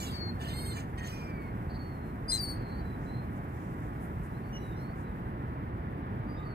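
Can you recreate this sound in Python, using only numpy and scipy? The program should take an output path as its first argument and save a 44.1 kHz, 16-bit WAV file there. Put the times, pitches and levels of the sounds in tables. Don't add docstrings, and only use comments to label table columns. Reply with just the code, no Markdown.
import sys
import numpy as np
from scipy import signal
from scipy.fft import rfft, irfft
from scipy.io import wavfile
from scipy.ndimage import uniform_filter1d, map_coordinates

SR = 44100
rng = np.random.default_rng(int(sys.argv[2]) if len(sys.argv) > 2 else 0)


def dump_mix(stems):
    frames = np.atleast_2d(stems).T
    limited = np.clip(frames, -1, 1)
    pcm = np.round(limited * 32767).astype(np.int16)
    wavfile.write(sys.argv[1], SR, pcm)


N = 288414
TIME = np.arange(N) / SR
BINS = np.maximum(np.arange(N // 2 + 1) * SR / N, 1)
CUTOFF_HZ = 15500

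# harmonics_1_to_6_db, mean_flutter_hz, side_tone_db
SHRILL = ((-10.5, -24, -0.5, -28, -18, -20), 1200, -11.5)
THIN = ((-13, 0.5, -33, -38, -41, -39), 780, -35)
REEDY = ((-7.5, 0, -22, -.5, -40, -10), 560, -11)
LOW = ((0.5, -19.5, -38, -30, -33, -35), 170, -15)
BRIGHT = ((-40, -1.5, -45, -8, -46, -26), 780, -16)
CRACKED = ((-21, 1, -17, -2.5, -20, -21.5), 110, -15.5)
# left_over_right_db, left_lag_ms
ON_RAIL, AT_LEFT, FAR_LEFT = (-2.3, 0.4655), (5.9, -0.4515), (7, -0.33)


def from_db(db):
    return 10 ** (np.asarray(db) / 20)


def rms_one(x):
    return x / np.sqrt(np.mean(x ** 2) + 1e-20)


def at_hz(points):
    hz, value = np.transpose(points)
    return np.interp(np.log(BINS), np.log(np.maximum(hz, 1)), value)


def follow(rows):
    s, *columns = np.transpose(rows)
    t = TIME[(TIME >= s[0]) & (TIME <= s[-1])]
    return [t] + [np.interp(t, s, column) for column in columns]


def waver(t, rate_hz):
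    knot_rng = np.random.default_rng(rng.integers(2 ** 31))
    knots = knot_rng.standard_normal(int((t[-1] - t[0]) * rate_hz) + 4)
    return map_coordinates(knots, [(t - t[0]) * rate_hz], order=3, mode="nearest")


def fade(t, edge_s):
    to_edge_s = np.minimum(t - t[0], t[-1] - t)
    return np.sin(np.pi / 2 * np.clip(to_edge_s / edge_s, 0, 1)) ** 2


def resonate(x, hz, width_hz):
    r = np.exp(-np.pi * width_hz / SR)
    numerator = np.array([1, 0, -1]) * (1 - r * r) / 2
    denominator = [1, -2 * r * np.cos(2 * np.pi * hz / SR), r * r]
    return signal.lfilter(numerator, denominator, x)


def place(t, x, pan_db, lag_ms):
    out = np.zeros((2, N))
    first = round(t[0] * SR)
    span = slice(first, first + len(t))
    shifted = map_coordinates(x, [np.arange(len(t)) - lag_ms * SR / 10 ** 3], order=3)
    out[0, span] = from_db(pan_db / 2) * shifted
    out[1, span] = from_db(-pan_db / 2) * x
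    return out


def throat_db(hz):
    # hz, gain_db
    throat = [(1100, -27.5), (1850, 9.5), (2450, 0.5), (3050, 12), (3700, -1.5), (4250, 1.5), (4850, 2),
              (5450, -7), (7000, -4), (8400, 0), (10700, -27), (12600, -7), (15000, -19)]
    return np.interp(hz, *np.transpose(throat))


def note(start_s, length_s, level_db, attack_s, release_s):
    fade_db = 16
    t = TIME[(TIME >= start_s) & (TIME < start_s + length_s)]
    rising = np.clip(1 - (t - t[0]) / attack_s, 0, 1)
    falling = np.clip(1 - (t[-1] - t) / release_s, 0, 1)
    return t, np.linspace(0, 1, len(t)), level_db - fade_db * (rising + falling)


def arch(progress, pitches_hz):
    return np.polyval(np.polyfit([0, .5, 1], pitches_hz, 2), progress)


def whistle(t, pitch_hz, level_db, register, where):
    harmonics_db, flutter_hz, side_db = register
    uneven_hz = pitch_hz * (1 + .004 * waver(t, 700))
    phase = 2 * np.pi * np.cumsum(uneven_hz) / SR
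    flutter_now_hz = flutter_hz * pitch_hz / pitch_hz.mean() * (1 + 0.024 * waver(t, 200))
    flutter_phase = 2 * np.pi * np.cumsum(flutter_now_hz) / SR
    tone = 0
    for k, harmonic_db in enumerate(harmonics_db, 1):
        for side in range(-2, 3):
            colour_db = throat_db(k * pitch_hz + side * flutter_hz) - throat_db(k * pitch_hz)
            shimmer_db = 2.3 * (1 + k / 2 * abs(side)) * waver(t, 65.0)
            gain = from_db(harmonic_db + abs(side) * side_db + colour_db + shimmer_db)
            tone = tone + gain * np.sin(k * phase + side * flutter_phase)
    return place(t, np.sqrt(2) * tone * from_db(level_db) * fade(t, 0.0028), *where)


def whistled_note(start_s, length_s, pitches_hz, level_db, attack_s, release_s, register, where):
    t, progress, envelope_db = note(start_s, length_s, level_db, attack_s, release_s)
    return whistle(t, arch(progress, pitches_hz), envelope_db, register, where)


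def rasp(start_s, length_s, rates_hz, level_db, attack_s, release_s, bright_db, jitters, focus_hz):
    focus_db, focus_width_hz = 15.5, 580
    t, progress, envelope_db = note(start_s, length_s, level_db, attack_s, release_s)
    rate_hz = np.interp(progress, [0, 1], rates_hz)
    jitter = np.interp(progress, [0, 1], jitters)
    phase = 2 * np.pi * np.cumsum(rate_hz * (1 + jitter * waver(t, 494))) / SR
    voice = 0
    for k in range(2, int(CUTOFF_HZ / rate_hz.mean()) + 1):
        hz = k * rate_hz
        first, last = (np.exp(-((hz - centre) / focus_width_hz) ** 2) for centre in focus_hz)
        nearness = first + progress * (last - first)
        tilt_db = bright_db * np.log2(hz / 4000)
        gain = from_db(throat_db(hz) + focus_db * nearness + tilt_db + 4.4 * waver(t, 68.6))
        air = .42 * (waver(t, 700) + 1j * waver(t, 700))
        partial = np.exp(1j * (k * phase + rng.normal(0, 1.0)))
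        voice = voice + gain * np.real((1 + air) * partial)
    voice /= np.sqrt(uniform_filter1d(voice ** 2, size=900) + 1e-12)
    return place(t, voice * from_db(envelope_db) * fade(t, 0.001), *ON_RAIL)


def near_gulls():
    whistle_rows = [ (0, 0.083, (2430, 2250, 2300), -47, .002, .055, SHRILL, ON_RAIL),
                    (.1, 0.22, (2300, 2210, 2130), -46.5, 0.066, 0.022, THIN, FAR_LEFT),
                    (.47, 0.061, (2000, 2100, 2060), -58.5, .012, .012, REEDY, ON_RAIL),
                    (.527, 0.23, (2070, 2160, 2030), -50.5, .01, 0.023, REEDY, ON_RAIL),
                    (1.07, .46, (2480, 2350, 2100), -58, 0.066, .05, LOW, ON_RAIL),
                    (1.785, .19, (2200, 2190, 2115), -60, 0.0083, .17, THIN, ON_RAIL),
                    (2.281, 0.044, (2365, 2460, 2480), -34, 0.021, .003, BRIGHT, AT_LEFT),
                    (2.315, 0.073, (2030, 2057, 2005), -33, .004, .028, CRACKED, AT_LEFT)]
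    # time_s, pitch_hz, level_db (before register)
    squeal_glide = [(2.374, 2418, -46), (2.384, 2414, -41.5), (2.412, 2314, -36.5), (2.44, 2280, -36.5),
                    (2.468, 2200, -44), (2.494, 2258, -40), (2.54, 2208, -48.5), (2.588, 2210, -70),
                    (2.6, 2219, -70)]
    # harmonics_1_to_6_db, mean_flutter_hz, side_tone_db
    clear_register = ((-30, -1, -33, -13, -30, -19), 550, -26)
    rasp_rows = [ (0, .2, (595, 510), -46.5, 0.00087, 0.12, 2, (0.0071, 0.031), (7300, 3600)),
                 (0.386, .16, (590, 610), -47.5, 0.029, .015, 2.5, (0.046, .003), (1800, 3280)),
                 (0.731, 0.12, (590, 590), -46, 0.038, 0.064, 2, (.005, 0.043), (7000, 1970)),
                 (.972, 0.12, (628, 620), -47, 0.0089, 0.01, -0.7, (.01, 0.031), (1880, 6440)),
                 (1.081, .23, (500, 520), -51, 0.0037, 0.22, 2.5, (.004, .02), (5650, 5400)),
                 (2.323, 0.084, (970, 980), -49.5, .012, 0.015, 7, (0.017, .008), (7000, 5000))]
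    whistles = sum(whistled_note(*row) for row in whistle_rows)
    glide = whistle(*follow(squeal_glide), clear_register, AT_LEFT)
    return whistles + glide + sum(rasp(*row) for row in rasp_rows)


def rumble():
    # hz, density_db
    rumble_spectrum = [(15, -37), (25, -20.5), (49, -2.5), (123, -1.5), (320, -11), (357, -12.5),
                       (545, -20.5), (711, -19), (1080, -20), (1930, -27.5), (2630, -38.5), (2940, -43),
                       (3510, -47.5), (4380, -54), (5000, -55.5), (6500, -80), (11000, -120)]
    # hz, share
    likeness = [(60, 1), (170, 0.99), (330, 0.94), (600, 0.49), (1500, 0.8), (3000, 0.13), (6000, .14)]
    # hz, left_lag_ms
    shore_lag = [(120, 0.35), (400, 0.36), (800, 0.43), (2000, 0.47)]
    mid, side = rfft(rng.standard_normal((2, N)))
    alike = np.clip(at_hz(likeness), 0, .992)
    pair = np.sqrt(1 + alike) * mid + np.sqrt(1 - alike) * side * [[1], [-1]]
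    pair = pair * from_db(at_hz(rumble_spectrum))
    lag_s = at_hz(shore_lag) / 10 ** 3
    pair[0] *= from_db(-0.95) * np.exp(-2j * np.pi * BINS * lag_s)
    return rms_one(irfft(pair, N)) * from_db(-37.13 + 0.58 * waver(TIME, 2.74))


def rustle():
    # hz, density_db
    rustle_spectrum = [(2650, -35), (4500, -14), (5170, -3), (6650, -5.5), (8550, -1), (10100, -2),
                       (13400, 2.5), (15400, -3)]
    # time_s, treble_level_db
    treble_level = [(0.0, -62), (0.2, -74), (0.46, -75), (0.62, -79), (0.82, -75), (4.75, -74), (5.41, -79),
                    (6.54, -79.5)]
    whole_over_treble_db = 5
    hiss = irfft(rfft(rng.standard_normal((2, N))) * from_db(at_hz(rustle_spectrum)), N)
    level_db = np.interp(TIME, *np.transpose(treble_level)) + whole_over_treble_db
    return rms_one(hiss) * from_db(level_db + 1.2 * waver(TIME, 45))


def scuff(centre_s, length_s, level_db, hz):
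    noise = rng.standard_normal((2, N))
    for _ in range(2):
        noise = resonate(noise, hz, 0.84 * hz)
    swell = np.exp(-np.minimum((2 * (TIME - centre_s) / length_s) ** 2, 50))
    return rms_one(noise) * from_db(level_db) * swell


def scuffs():
    # centre_s, length_s, peak_level_db, centre_hz
    scuff_rows = [(.03, 0.24, -57, 12500), (1.076, 0.0073, -53, 11500), (1.105, .13, -63, 12500),
                  (3.05, 0.098, -71.5, 6270), (3.37, .04, -72, 7000), (3.635, 0.25, -72, 6650),
                  (3.843, 0.11, -72.5, 7200), (4.038, 0.067, -63, 10500), (4.25, 0.054, -66, 9000),
                  (4.66, 0.048, -68, 10100), (5.003, 0.079, -71, 7440)]
    return sum(scuff(*row) for row in scuff_rows)


def far_tone(start_s, length_s, first_hz, last_hz, level_db, jitter):
    # pitch_hz, octave_level_db
    far_octave = [(1200, -21), (2900, -4), (3600, -21)]
    t = TIME[(TIME >= start_s) & (TIME < start_s + length_s)]
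    progress = (t - start_s) / length_s
    middle_hz = (first_hz + last_hz) / 2 * 1.004
    pitch_hz = arch(progress, [first_hz, middle_hz, last_hz]) * (1 + jitter * waver(t, 800))
    phase = 2 * np.pi * np.cumsum(pitch_hz) / SR
    swell = np.sqrt(2 * np.abs(np.sin(np.pi * progress))) * from_db(level_db + 3 * waver(t, 60))
    octave = from_db(np.interp(middle_hz, *np.transpose(far_octave)))
    return place(t, swell * (np.sin(phase) + octave * np.sin(2 * phase)), pan_db=-1.2, lag_ms=0.25)


def far_tones():
    # start_s, length_s, start_hz, end_hz, level_db, pitch_jitter_share
    tone_rows = [ (1.691, 0.093, 4400, 4380, -62, 0.04), (1.972, 0.16, 4200, 4140, -74, .01),
                 (2.592, 0.17, 4280, 4090, -65, 0.0076), (2.663, .17, 4330, 4500, -64.5, .005),
                 (2.759, .2, 4080, 3940, -72.5, 0.0057), (3.061, 0.19, 4000, 4175, -64, 0.0071),
                 (4.333, .055, 3900, 4200, -73, .006), (4.425, .094, 4430, 4480, -74, .015),
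                 (4.526, 0.061, 2950, 2840, -52.5, 0.014), (4.569, 0.22, 4040, 3590, -69, 0.016),
                 (4.746, 0.19, 3940, 4530, -70, 0.02), (4.748, .1, 5470, 5380, -69.5, .004),
                 (5.016, 0.12, 4020, 3800, -79, .012), (6.266, .13, 4680, 4950, -72, .008),
                 (6.24, 0.41, 1205, 1196, -56, 0.058), (6.366, 0.082, 3640, 3720, -62.5, .014),
                 (6.424, 0.17, 4620, 4180, -68.5, 0.0099)]
    return sum(far_tone(*row) for row in tone_rows)


def waterfront(x):
    t60_s = .5
    t = TIME[:SR]
    tail = rng.standard_normal((2, SR)) * from_db(-60 * t / t60_s) * (t > .006)
    tail = signal.sosfilt(signal.butter(1, 7000, fs=SR, output="sos"), tail)
    tail /= np.sqrt(np.sum(tail ** 2, axis=1, keepdims=True))
    return signal.fftconvolve(x, tail, axes=1)[:, :N]


def scene():
    near_echo_db, far_echo_db = -21, -14
    near, far = near_gulls(), far_tones()
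    echo = waterfront(from_db(near_echo_db) * near + from_db(far_echo_db) * far)
    return near + rumble() + rustle() + scuffs() + far + echo


def record(dry):
    return signal.sosfilt(signal.ellip(12, .1, 80, CUTOFF_HZ, fs=SR, output="sos"), dry)


dry = scene()
out = record(dry)
dump_mix(out)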